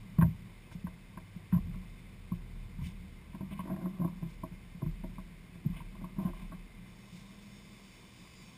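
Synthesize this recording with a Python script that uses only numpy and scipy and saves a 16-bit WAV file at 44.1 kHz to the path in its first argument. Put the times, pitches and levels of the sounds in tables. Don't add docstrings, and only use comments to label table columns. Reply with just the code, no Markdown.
import sys
import numpy as np
from scipy import signal
from scipy.fft import rfft, irfft, next_fast_len
from scipy.io import wavfile
from scipy.ndimage import uniform_filter1d, map_coordinates

SR = 44100
rng = np.random.default_rng(int(sys.argv[2]) if len(sys.argv) > 2 else 0)


def transcribe(u):
    v = np.clip(np.atleast_2d(u).T, -1, 1)
    q = np.round(v * 32767).astype(np.int16)
    wavfile.write(sys.argv[1], SR, q)


def natural_amplitude(level_db):
    exponent = np.asarray(level_db, float) / 20
    return 10 ** exponent


N = 377937
TIME = np.arange(N) / SR

# frequency in Hz, level in dB per Hz.
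HISS_COLOUR = [(15, -39), (25, -10), (183, -8.5), (252, -9.5), (573, -18.5), (1040, -23.5), (1300, -23),
               (2110, -20.5), (5260, -39), (5900, -40), (7670, -88), (13000, -120)]
# frequency in Hz, level in dB per Hz.
AIR_COLOUR = [(300, 0.5), (1500, -2), (2600, -3.5), (3500, 1), (5300, -4.5), (5800, -11.5), (6000, -37)]
# frequency in Hz, level in dB.
LAMP_HUM = [(119.5, -64), (240, -70), (360, -75.5), (420, -82), (480, -77.5)]
# frequency in Hz, width in Hz, level in dB.
CASE_LEAKS = [(1556, 37, -4.5), (2091, 121, 4.5), (2404, 91, 2), (2575, 29, 4), (3004, 177, -7),
              (3523, 224, -5), (3870, 1240, -12.5), (4610, 350, -9), (5320, 390, -11.5)]
# time in seconds, turns a second in Hz, hum in dB.
COASTING_MOTOR = [(.3, 113, -57), (.95, 110, -66.5), (1.18, 100.4, -52.5), (1.8, 92.5, -62.5),
                  (2.3, 84.3, -55), (2.95, 76.2, -55.5), (3.2, 73.2, -54.5), (3.65, 71, -54),
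                  (3.9, 68, -68), (4.2, 66.5, -58.5), (5.3, 63.5, -62), (6.2, 57, -68)]
# frequency in Hz, level in dB per Hz.
WHEEL_COLOUR = [(1500, -18), (2500, -3), (3500, 3.5), (5000, -0.5), (5900, 1.5)]
# frequency in Hz, level over the rasp in dB, waver in Hz, swell in dB per second.
GEAR_TONES = [(3540, -4.5, 40, -2.5), (4800, -14, 55, 4.5), (5140, -15, 45, -1.5), (5360, -8, 40, -1)]
# time in seconds, turns a second in Hz, hum in dB.
GRINDER_SHAFT = [
    (7.11, 200, -68),
    (7.15, 198.6, -57),
    (7.5, 204, -57),
    (7.74, 202.9, -59),
    (7.85, 190.1, -61),
    (8.0, 189.5, -63),
    (8.25, 181.4, -69),
    (8.57, 192, -68),
]
# time in seconds, sway in dB.
WALKER_LOAD = [(.2, -53), (.95, -58), (1.46, -62.5), (1.64, -40), (2.1, -55.5), (2.53, -42), (2.96, -45),
               (3.2, -53.5), (3.9, -60), (4.27, -53), (4.79, -60), (4.9, -43), (5.6, -60), (5.73, -42.5),
               (6.22, -51), (6.37, -42), (7.1, -66.5), (8.57, -63)]
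# frequency in Hz, level in dB.
ROCKING_MODES = [(32.3, -5), (38.3, 1.5)]
# frequency in Hz, width in Hz, level in dB.
SKIN_BOOMS = [(140, 27.5, -7), (172, 26.2, 1.5), (200, 24, -2), (246, 48, -20)]
# frequency in Hz, width in Hz, level in dB.
RUB_MODES = [(342, 70, 1.5), (551, 23.5, -0.5), (636.4, 54, 1), (769, 54, -2.5), (902, 70, -2),
             (1033, 63, 7), (1127, 224, 0)]
# time in seconds, level in dB, half length in seconds, brightness in dB.
SOLE_SCUFFS = [(0.2131, -48.5, 0.0035, -22), (0.731, -62.5, 0.015, 5), (4.3, -73, 0.074, 10),
               (1.543, -62.5, 0.012, -3), (1.754, -71.5, 0.016, 4), (2.351, -67.5, 0.018, -3),
               (2.872, -61.5, 0.046, 4.5), (2.87, -63, 0.0048, 0), (2.85, -63, 0.0083, -10),
               (2.818, -69, .01, -10), (3.527, -58, 0.02, -20), (3.599, -58, 0.023, -20),
               (5.78, -57, 0.04, -22), (6.046, -68, 0.012, -3), (6.25, -65.5, 0.046, 2),
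               (6.398, -64, 0.073, -4), (7.176, -67.5, 0.078, 12)]
# frequency in Hz, level in dB per Hz.
GRIT_COLOUR = [(800, 9), (2000, -1), (3000, 7.5), (4500, -6), (5900, -23)]
# start in seconds, hold in seconds, low, ring and rasp levels in dB.
SKIN_SCRAPES = [(.238, .025, -50, -61, -72), (1.532, 0.051, -61, -57, -74), (3.52, 0.04, -61, -60, -67),
                (3.688, 0.025, -56, -58, -62), (3.715, 0.035, -52, -62, -70), (3.775, 0.02, -55, -64, -74),
                (3.809, .075, -54, -63, -70), (3.98, 0.025, -55.5, -71, -73),
                (4.015, 0.059, -48.5, -57, -70), (5.743, 0.074, -67, -61.5, -74),
                (6.2, 0.039, -54, -58, -75), (6.253, 0.042, -56, -56.5, -67), (6.37, 0.073, -67, -61, -71),
                (6.523, 0.021, -64, -60, -65)]
# frequency in Hz, width in Hz, level in dB.
CRACK_MODES = [(1380, 130, -3), (1581, 80, 2), (1940, 120, 2), (1950, 86, -2), (2340, 290, -13.5)]
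# frequency in Hz, level in dB, decay by 60 dB in seconds.
HIGH_CASE_MODES = [(941, -4.5, 0.098), (1020, 3, 0.046), (1103, -1.5, 0.063)]
# frequency in Hz, level in dB, decay by 60 dB in seconds.
LOW_CASE_MODES = [(555, -3, 0.076), (642.3, 1.5, 0.1), (755, -7, .06), (820, -3.5, 0.046)]
# frequency in Hz, level in dB, decay by 60 dB in seconds.
PANEL_MODES = [(262, 2.5, 0.091), (316, 0.5, 0.094), (347.2, -4.5, 0.21)]
# frequency in Hz, level in dB, decay by 60 dB in seconds.
BASS_MODES = [(57, -9.5, 0.45), (78.6, 1.5, 0.25), (110, 1.5, 0.23)]
# time in seconds, peak in dB, weight in dB, spot pitch in Hz.
CABLE_SNAGS = [(3.51, -51, 6, 950), (3.629, -56, 8, 950), (3.652, -45, 7.5, 970), (3.673, -41, 3, 945),
               (3.686, -45, 2, 1000), (3.698, -43, 10.5, 1020), (3.712, -49, 11, 980), (3.735, -51, 9, 950),
               (3.762, -43, 6, 1020), (3.812, -49, 11, 1000), (3.83, -50, 4, 1000), (3.857, -41, 5, 1020),
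               (3.998, -49, 12.5, 960), (6.163, -54.5, 9, 950), (6.196, -48, 4, 1000),
               (6.213, -51, 5, 1050), (6.235, -49, 6, 1010), (6.268, -49, 5, 1060), (6.284, -53, 11, 960),
               (6.297, -53.5, 10, 960)]
# time in seconds, peak in dB, weight in dB, spot pitch in Hz.
FAR_TAP_EVENTS = [(3.33, -52, 0, 1050), (3.347, -43.5, 1.5, 912), (3.519, -45, 1, 1070),
                  (3.591, -33.5, -10.5, 1105), (3.601, -38, -12, 1090), (4.017, -41.5, 6, 985),
                  (4.044, -32.5, 4, 1070), (4.076, -40.5, -7, 1020), (4.222, -51.5, 16, 1020),
                  (4.434, -35, 2.5, 1020), (4.52, -53, 6, 1000), (5.036, -45, 10, 920),
                  (5.182, -42, -3, 1110), (5.554, -60.5, 11.5, 1058), (5.649, -55, 13, 902),
                  (5.764, -54, 5, 1100), (5.804, -44, -12, 940), (5.952, -52, 3, 1000),
                  (6.012, -48, 6, 1040), (6.042, -41, -3.5, 985), (6.085, -59, 8, 1050),
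                  (6.258, -51.5, 9, 1050), (6.333, -45, -5, 1083), (6.52, -44, 3, 1106),
                  (6.535, -51, -4, 1080)]
# time in seconds, peak in dB, weight in dB, spot pitch in Hz.
HEEL_TAP_EVENTS = [
    (2.318, -43, 3, 1050),
    (2.786, -49, -10, 930),
    (2.814, -50, -6, 970),
    (3.407, -41.5, 7, 951),
    (4.818, -40, 10.5, 1020),
    (4.861, -50, 8, 1010),
    (6.185, -41, 6, 940),
]
# time in seconds, peak in dB, weight in dB, spot pitch in Hz.
NEAR_TAP_EVENTS = [(.184, -36, 5, 1100), (.2105, -29.5, -14.5, 1040), (.221, -24, -5, 1020),
                   (.229, -31, -4, 980), (.714, -45, -5, 985), (.868, -40.5, -5, 980),
                   (1.173, -38.5, -9.5, 990), (1.523, -40.5, -12, 1030), (1.533, -42, -9, 1000),
                   (1.545, -42.5, -6, 1060), (1.741, -48, -7, 1070)]
# time in seconds, peak in dB, boom in Hz, 60 dB decay in seconds.
SKIN_BUMPS = [(3.409, -24, 182.4, 0.082), (3.43, -27, 189.5, 0.14), (3.51, -35, 199, 0.46),
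              (3.594, -29, 186.5, 0.13), (3.639, -32.5, 195, .13), (3.698, -24.5, 189.5, 0.2),
              (3.72, -25.5, 194.6, 0.21), (3.762, -28.5, 183.5, 0.14), (3.825, -27.5, 188, .12),
              (3.842, -26, 185, 0.17), (3.858, -31, 186, 0.13), (3.996, -25.5, 173, 0.27),
              (4.012, -25, 165, 0.17), (4.076, -33, 173.4, 0.23), (4.048, -17.5, 172.3, 0.11),
              (4.227, -26, 167.5, 0.23), (4.434, -27, 172, 0.069), (5.037, -28.5, 183, 0.13),
              (5.184, -30, 187, 0.096), (5.65, -28, 220.4, 0.14), (5.661, -15, 155, 0.081),
              (5.755, -33, 163, .1), (5.795, -34, 157, 0.15), (6.026, -30, 185, 0.22),
              (6.165, -38, 192, .12), (6.185, -17, 190, 0.073), (6.21, -26, 172, 0.15),
              (6.285, -33, 186, .08), (7.125, -39.5, 180.7, 0.42)]
# time in seconds, peak in dB, boom in Hz, decay by 60 dB in seconds.
BOOT_STEPS = [(.188, -12, 160, 0.15), (.212, -28, 150, 0.07), (.2242, -10, 168, 0.16),
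              (.2415, -25.5, 166, 0.088), (.26, -23, 159.5, 0.19), (.283, -28.5, 177, 0.19),
              (.345, -38, 172, 0.15), (.753, -33, 171, 0.18), (.844, -25, 182, 0.08),
              (1.173, -33.5, 184, 0.094), (1.364, -33.5, 172, 0.06), (1.529, -16.5, 170, 0.092),
              (1.5395, -16.5, 172, 0.18), (1.562, -25, 152, 0.091), (1.575, -24.5, 125, .1),
              (1.59, -23.5, 178, 0.13), (1.642, -33, 92, 0.11), (1.67, -29, 171, 0.3),
              (1.742, -31.5, 140, 0.1), (1.763, -35, 185, .2), (2.32, -23.5, 177, 0.13),
              (2.789, -30.5, 163, 0.17), (2.822, -23, 150, 0.052), (2.861, -34.5, 180, 0.2),
              (3.344, -33.5, 194.6, 0.32), (4.515, -31.5, 179.4, 0.079), (4.75, -38, 177, 0.2),
              (4.828, -21, 145, 0.09), (4.864, -26, 160, 0.2), (5.094, -36.5, 180, .13),
              (5.558, -38.5, 175, 0.15), (5.701, -26, 177, 0.089), (6.252, -23, 183, 0.12),
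              (6.537, -42, 188, 0.38)]


def unit(x):
    return x / np.sqrt(np.mean(x ** 2) + 1e-20)


def along(points, hz):
    point_hz, db = np.transpose(points)
    return np.interp(np.log(hz + 1), np.log(point_hz + 1), db)


def curves(rows):
    seconds, *columns = np.transpose(rows)
    return [np.interp(TIME, seconds, column) for column in columns]


def wobble(rate):
    return map_coordinates(rng.standard_normal(N // 200), [np.arange(N) * min(rate, 150) / SR])


def tone(hz):
    return np.sin(2 * np.pi * np.cumsum(hz) / SR)


def filtered(x, response):
    length = next_fast_len(N + SR // 2)
    return irfft(rfft(x, length) * response(np.fft.rfftfreq(length, 1 / SR)), length)[..., :N]


def body(modes):
    def response(f):
        return sum((-1) ** k * natural_amplitude(db) * 1j * f * width / (hz * hz - f * f + 1j * f * width)
                   for k, (hz, width, db) in enumerate(modes))
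    return response


def resonant(modes, colour):
    return unit(filtered(rng.standard_normal(N), lambda f: body(modes)(f) * natural_amplitude(along(colour, f))))


def ring(modes, t, rise, scatter):
    total = 0
    for hz, db, t60 in modes:
        decay = natural_amplitude(db + rng.normal(0, 2.14) - 60 * t / t60)
        total = total + decay * np.sin(2 * np.pi * (hz * t + scatter * rng.normal()))
    return total * (1 - np.exp(-1.1 * t / rise)) ** 2


def shop():
    air = natural_amplitude(-66.0 + 0.56 * wobble(3.614) + 0.38 * wobble(33)) * resonant(CASE_LEAKS, AIR_COLOUR)
    hum = sum(natural_amplitude(db + 2 + 1.25 * wobble(2.5)) * np.sin(2 * np.pi * hz * TIME) for hz, db in LAMP_HUM)
    hiss = unit(filtered(rng.standard_normal(N), lambda f: natural_amplitude(along(HISS_COLOUR, f))))
    return air + hum + natural_amplitude(-62.0) * hiss


def coasting_motor():
    turn_hz, hum_db = curves(COASTING_MOTOR)
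    return natural_amplitude(hum_db + 1.5 + 0.68 * wobble(7.3)) * tone(turn_hz + 0.38 * wobble(6))


def wheel_gain(start_s=6.78, spin_up_s=0.18, rasp_db=-66.5, free_hz=198, bite_db_per_hz=0.1028):
    up = 1 - np.exp(-np.clip(TIME - start_s, 0, None) / spin_up_s)
    shaft_hz = curves(GRINDER_SHAFT)[0]
    return up * natural_amplitude(rasp_db + bite_db_per_hz * (free_hz - shaft_hz))


def grinder():
    whine = 0
    for hz, db, waver_hz, swell_db in GEAR_TONES:
        level = natural_amplitude(db + swell_db * (TIME - 6.78) + 2.6 * wobble(18) + 2.2 * wobble(4.5))
        waver = 1.1 * wobble(4.3) + 0.9 * wobble(22) + 1.2 * wobble(110)
        whine = whine + level * tone(hz + waver_hz * waver)
    rasp = wheel_gain() * natural_amplitude(0.7 * wobble(14)) * (resonant(CASE_LEAKS, WHEEL_COLOUR) + whine)
    shaft_hz, hum_db = curves(GRINDER_SHAFT)
    hum = natural_amplitude(hum_db + 3.5 + 1.8 * wobble(14)) * tone(shaft_hz + 2.5 * wobble(20))
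    switch_on = np.clip((TIME - 6.7) / 0.046, 0, 1)
    return switch_on * (rasp + hum)


def scrape_gains(grip_s=0.021, let_go_s=0.052):
    out, t = np.zeros((3, N + SR)), np.arange(SR // 2) / SR
    for start, hold, *levels_db in SKIN_SCRAPES:
        release = natural_amplitude(-60 * np.clip(t - grip_s - hold, 0, 1) / let_go_s)
        shape = np.clip(t / grip_s, 0, 1) ** 2 * release
        out[:, round((start - grip_s) * SR):][:, :len(t)] += natural_amplitude(levels_db)[:, None] * shape
    return out[:, :N]


def hull():
    sway_db, = curves(WALKER_LOAD)
    settle_s = 0.6
    drag = np.abs(uniform_filter1d(scrape_gains()[0], round(settle_s * SR)))
    rocking = sum(natural_amplitude(db + 2.26 * wobble(1.745)) * tone(hz + 0.5 * wobble(3.105)) for hz, db in ROCKING_MODES)
    sway = natural_amplitude(sway_db) * rocking

    bass_db = -56.5 + 0.31 * (sway_db + 54) - 0.83 * TIME + 0.83 * wobble(3.6)
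    bass = natural_amplitude(bass_db) * resonant([(78.5, 16, -0.39), (119.0, 15.5, -0.61)],
                                   [(50, -15), (70, -5.0), (130, -1.5), (250, -13.0)])
    boom_gain = natural_amplitude(-53.5 + 0.33 * (sway_db + 46)) + natural_amplitude(6) * drag
    boom = boom_gain * natural_amplitude(0.78 * wobble(25)) * resonant(SKIN_BOOMS, [(100, -15.5), (140, -3.5), (260, 3.5), (600, -6)])

    creep_gain = natural_amplitude(-70.5) + natural_amplitude(-9.5) * drag + natural_amplitude(-13) * wheel_gain()
    creep = creep_gain * natural_amplitude(1.6 * wobble(40)) * resonant(
        RUB_MODES, [(300, 4.0), (460, -9.0), (600, -3.5), (1150, 0.0), (1500, -18)])
    return sway + bass + boom + creep


def scuffs():
    def swell(bright):
        return sum(natural_amplitude(db + bright * fine_db) * np.exp(-((TIME - s) / half) ** 2)
                   for s, db, half, fine_db in SOLE_SCUFFS)
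    coarse = swell(0) * resonant(CASE_LEAKS, GRIT_COLOUR)
    fine = swell(0.81) * resonant(CASE_LEAKS[5:], WHEEL_COLOUR)
    return natural_amplitude(2.1 * wobble(90)) * (coarse + natural_amplitude(-8.5) * fine)


def scrapes():
    slips = (rng.random(N) < 500 / SR) * rng.standard_normal(N)
    slips = slips + 0.016 * rng.standard_normal(N)
    total = 0
    for gain, modes in zip(scrape_gains(), (RUB_MODES[:4], RUB_MODES[4:], CRACK_MODES)):
        total = total + gain * unit(filtered(slips, lambda f: body(modes)(f) ** 2))
    return total


def taps(rows, low_db, crack_db, grows):
    rings, cracks = np.zeros(N + SR), np.zeros(N + SR)
    t = np.arange(SR // 4) / SR
    for s, db, weight_db, spot_hz in rows:
        near = [(hz, level - 0.06 * abs(hz - spot_hz), t60) for hz, level, t60 in HIGH_CASE_MODES]
        high = ring(near, t, 0.0012, 0.3)
        low = natural_amplitude(low_db + 0.69 * weight_db + 1.5) * ring(LOW_CASE_MODES, t, 0.0038, 0.42)
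        panel = natural_amplitude(weight_db - 4.5) * ring(PANEL_MODES, t, 0.0035, 0.31)
        scrape = natural_amplitude(-60 * t / 0.04) * (1 - np.exp(-t / 0.0002)) * rng.standard_normal(len(t))
        i = round(s * SR)
        rings[i:][:len(t)] += natural_amplitude(db - 1.5) * (high + low + panel)
        cracks[i:][:len(t)] += natural_amplitude(crack_db + grows * (db + 44.5) + 19.0) * scrape
    return np.array([rings[:N], cracks[:N]])


def contacts():
    rings, cracks = (taps(CABLE_SNAGS, low_db=-7.5, crack_db=-55.5, grows=0.89)
                     + taps(FAR_TAP_EVENTS, low_db=-8.5, crack_db=-61, grows=0.29)
                     + taps(HEEL_TAP_EVENTS, low_db=-14.5, crack_db=-61, grows=0.29)
                     + taps(NEAR_TAP_EVENTS, low_db=-9.5, crack_db=-53, grows=0.84))
    return rings + filtered(cracks, lambda f: body(CRACK_MODES)(f) / (1 + 1j * f / 3200) ** 2)


def thuds(rows, bass_db, punch_db, rise=0.0058):
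    out, t = np.zeros(N + SR), np.arange(SR // 2) / SR
    for s, db, hz, t60 in rows:
        punch = [(hz, -4, t60), (hz, punch_db, 0.033)]
        beside = [(hz * 0.793, -9, t60 * 0.92), (hz * 1.13, -17, t60 * 0.7), (hz * 0.97, -16, t60 * 2.2)]
        boom = natural_amplitude(db) * (ring(punch, t, rise, 0.02) + ring(beside, t, rise, 0.14))
        bass = natural_amplitude(db + bass_db - 5.5) * ring(BASS_MODES, t, 0.0048, 0.19)
        out[round((s - rise / 2) * SR):][:len(t)] -= boom + bass
    return out[:N]


def scene():
    background = shop() + coasting_motor() + grinder()
    rubbing = hull() + scuffs() + scrapes()
    bumps = thuds(SKIN_BUMPS, bass_db=-24, punch_db=2)
    steps = thuds(BOOT_STEPS, bass_db=-11.5, punch_db=10)
    return (background + rubbing + contacts() + bumps + steps)[None]


def top_cut(x):
    return signal.sosfilt(signal.butter(12, 15510, fs=SR, output="sos"), x)


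def record(dry):
    hold_hz, top_hz, mirror_db = 12000, 15380, 0.8
    slow = filtered(dry, lambda f: (f < hold_hz / 2) / np.sinc(np.minimum(f / hold_hz, 0.5)))
    comb = 1 + 2 * np.cos(2 * np.pi * hold_hz * TIME)
    held = filtered(slow * comb, lambda f: np.sinc(f / hold_hz) * (f < top_hz) * natural_amplitude(mirror_db * (f > hold_hz * 0.75)))
    return top_cut(held)


dry = scene()
out = record(dry)
transcribe(out)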